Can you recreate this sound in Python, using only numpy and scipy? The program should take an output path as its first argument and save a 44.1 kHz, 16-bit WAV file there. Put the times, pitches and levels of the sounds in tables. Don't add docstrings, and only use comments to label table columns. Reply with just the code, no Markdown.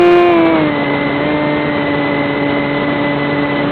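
import sys
import numpy as np
from scipy import signal
from scipy.fft import rfft, irfft
from scipy.io import wavfile
from scipy.ndimage import uniform_filter1d

SR = 44100
rng = np.random.default_rng(int(sys.argv[2]) if len(sys.argv) > 2 else 0)


def unload_wav(signal):
    wavfile.write(
        sys.argv[1],
        SR,
        np.round(np.clip(np.atleast_2d(signal).T, -1, 1) * 32767).astype(np.int16),
    )


N = 163611


def amp(db):
    return 10 ** (np.asarray(db) / 20)


def unit_rms(x):
    return x / np.sqrt(np.mean(x ** 2) + 1e-20)


def drift(hz):
    f = np.fft.rfftfreq(N, 1 / SR)
    return unit_rms(irfft(rfft(rng.standard_normal(N)) * np.exp(-(f / hz) ** 2), N))


def part_throttle(throttle):
    return np.sin(np.pi * throttle) ** 4


def partial(cycles, cruise_db, full_db, throttle, waver_db):
    # centre in Hz, width in Hz, peak gain in dB.
    modes = [(778, 35, 15.5), (1280, 31, 11.5), (2052, 70, 3.5)]
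    hz = np.gradient(cycles) * SR
    lift_db = sum(db * np.exp(-((hz - centre) / width) ** 2) for centre, width, db in modes)
    level_db = cruise_db + (full_db - cruise_db) * throttle + lift_db + waver_db * drift(waver_hz := 10)
    return np.sqrt(2) * amp(level_db) * np.cos(2 * np.pi * cycles)


def propeller(turns, throttle):
    # order in cycles per turn, level at cruise in dB, level at full throttle in dB.
    harmonics = [(1, -28, -30), (2, -20, -7), (3, -28.5, -20.5), (4, -24, -13.5), (5, -56, -28),
                 (6, -31, -18.5), (7, -37, -29), (8, -42, -36), (10, -40.5, -32), (12, -40, -42.5),
                 (13, -43, -33.5), (15, -41, -47.5), (16, -45, -35.5), (18, -49.5, -36.5)]
    cruise_jitter, full_jitter = 0.008, 0.001
    turns = turns + (cruise_jitter + (full_jitter - cruise_jitter) * throttle) * drift(hz=40)
    rounding_rad, smear_rad = 1 - throttle, 0.03
    pressure = np.zeros(N)
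    for order, cruise_db, full_db in harmonics:
        cycles = order * turns + (rounding_rad - smear_rad * order ** 2) / (2 * np.pi)
        pressure -= partial(cycles, cruise_db, full_db, throttle, waver_db=0.94)
    return pressure


def motor(turns, throttle):
    magnets, steps_per_turn, switch_hz = 14, 42, 8055.36
    wobble_turns = 0.00062 + 0.0031 * part_throttle(throttle)
    turns = turns + wobble_turns * drift(hz=70)
    passes = magnets * turns
    commutation = steps_per_turn * turns
    switching = switch_hz * np.arange(N) / SR
    whine = partial(passes, -31.5, -25.5, throttle, waver_db=0.26)
    upper_whine = partial(commutation / 2, -40.5, -57.5, throttle, waver_db=1.9)
    sideband = partial(switching - commutation, -30.5, -38, throttle, waver_db=1.05)
    octave = partial(2 * passes, -56, -56, throttle, waver_db=1.2)
    octave_sideband = partial(switching - 2 * passes, -56, -56, throttle, waver_db=1.2)
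    return whine + upper_whine + sideband + octave + octave_sideband


def slipstream(turns, throttle):
    # frequency in Hz, relative spectral density in dB.
    spectrum = [(20, -30), (50, -4), (100, -1), (180, 5), (380, 4.5), (700, 0.5), (1200, -2.5), (2000, -9),
                (2800, -12), (3900, -13.5), (4500, -36.5)]
    frame, patch_db = 512, 0.5
    real, imag, patches = rng.standard_normal((3, frame // 2 + 1, 2 * N // frame + 4))
    patches = uniform_filter1d(patches, size=7, axis=0)
    patches = unit_rms(uniform_filter1d(patches, size=5, axis=1))
    noise = signal.istft((real + 1j * imag) * amp(patch_db * patches), nperseg=frame)[1][:N]
    cruise_depth, full_depth = 0.14, 0.7
    depth = cruise_depth + (full_depth - cruise_depth) * throttle
    pulsed = noise * (1 + depth * np.cos(2 * np.pi * 2 * turns))
    knot_hz, knot_db = np.transpose(spectrum)
    hz = np.fft.rfftfreq(N, 1 / SR)
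    colour = amp(np.interp(np.log(hz + 1), np.log(knot_hz), knot_db))
    gust_db = 0.83 * drift(hz=30)
    level_db = -19.5 - 0.5 * throttle + 2.24 * part_throttle(throttle) + gust_db
    return unit_rms(irfft(rfft(pulsed) * colour, N)) * amp(level_db)


def scene():
    # time in seconds, speed in turns per second.
    shaft_speed = [(0, 175.15), (.285, 175.12), (.391, 165.88), (.523, 163.59), (.629, 152.276),
                   (.729, 145.467), (.846, 142.888), (1.168, 142.902), (1.294, 149.68), (1.409, 148.914),
                   (1.614, 147.843), (1.859, 144.152), (1.982, 144.448), (2.175, 142.832), (2.404, 143.224),
                   (2.607, 142.842), (2.733, 142.893), (2.794, 144.444), (3.005, 144.234), (3.08, 143.87),
                   (3.19, 143.985), (3.29, 144.02), (3.36, 144.19), (3.5, 144.1), (3.61, 144.05),
                   (3.66, 143.84)]
    cruise_hz, full_hz = 146, 175
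    speed = np.interp(np.arange(N) / SR, *np.transpose(shaft_speed))
    turns = (np.cumsum(speed) - speed) / SR
    throttle = np.clip((speed - cruise_hz) / (full_hz - cruise_hz), 0, 1) ** 0.75
    return (propeller(turns, throttle) + motor(turns, throttle) + slipstream(turns, throttle))[None]


def record(dry):
    limit, knee = np.where(dry < 0, 0.71, 0.81), 8
    saturated = dry / (1 + abs(dry / limit) ** knee) ** (1 / knee)
    low_cut_hz, edge_hz, slope_hz = 35, 4162, 240
    hz = np.fft.rfftfreq(2 * N, 1 / SR)
    low_pass = amp(-10 * (np.maximum(hz - edge_hz, 0) / slope_hz) ** 2)
    high_pass = hz / np.hypot(hz, low_cut_hz)
    narrow = irfft(rfft(saturated, 2 * N) * low_pass * high_pass, 2 * N)[:, :N]
    clipped = np.clip(narrow, -0.717, 0.717)
    treble_cut = signal.firwin(511, cutoff=15800, window=("kaiser", 9), fs=SR)
    return signal.oaconvolve(clipped, treble_cut[None], "same")


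dry = scene()
out = record(dry)
unload_wav(out)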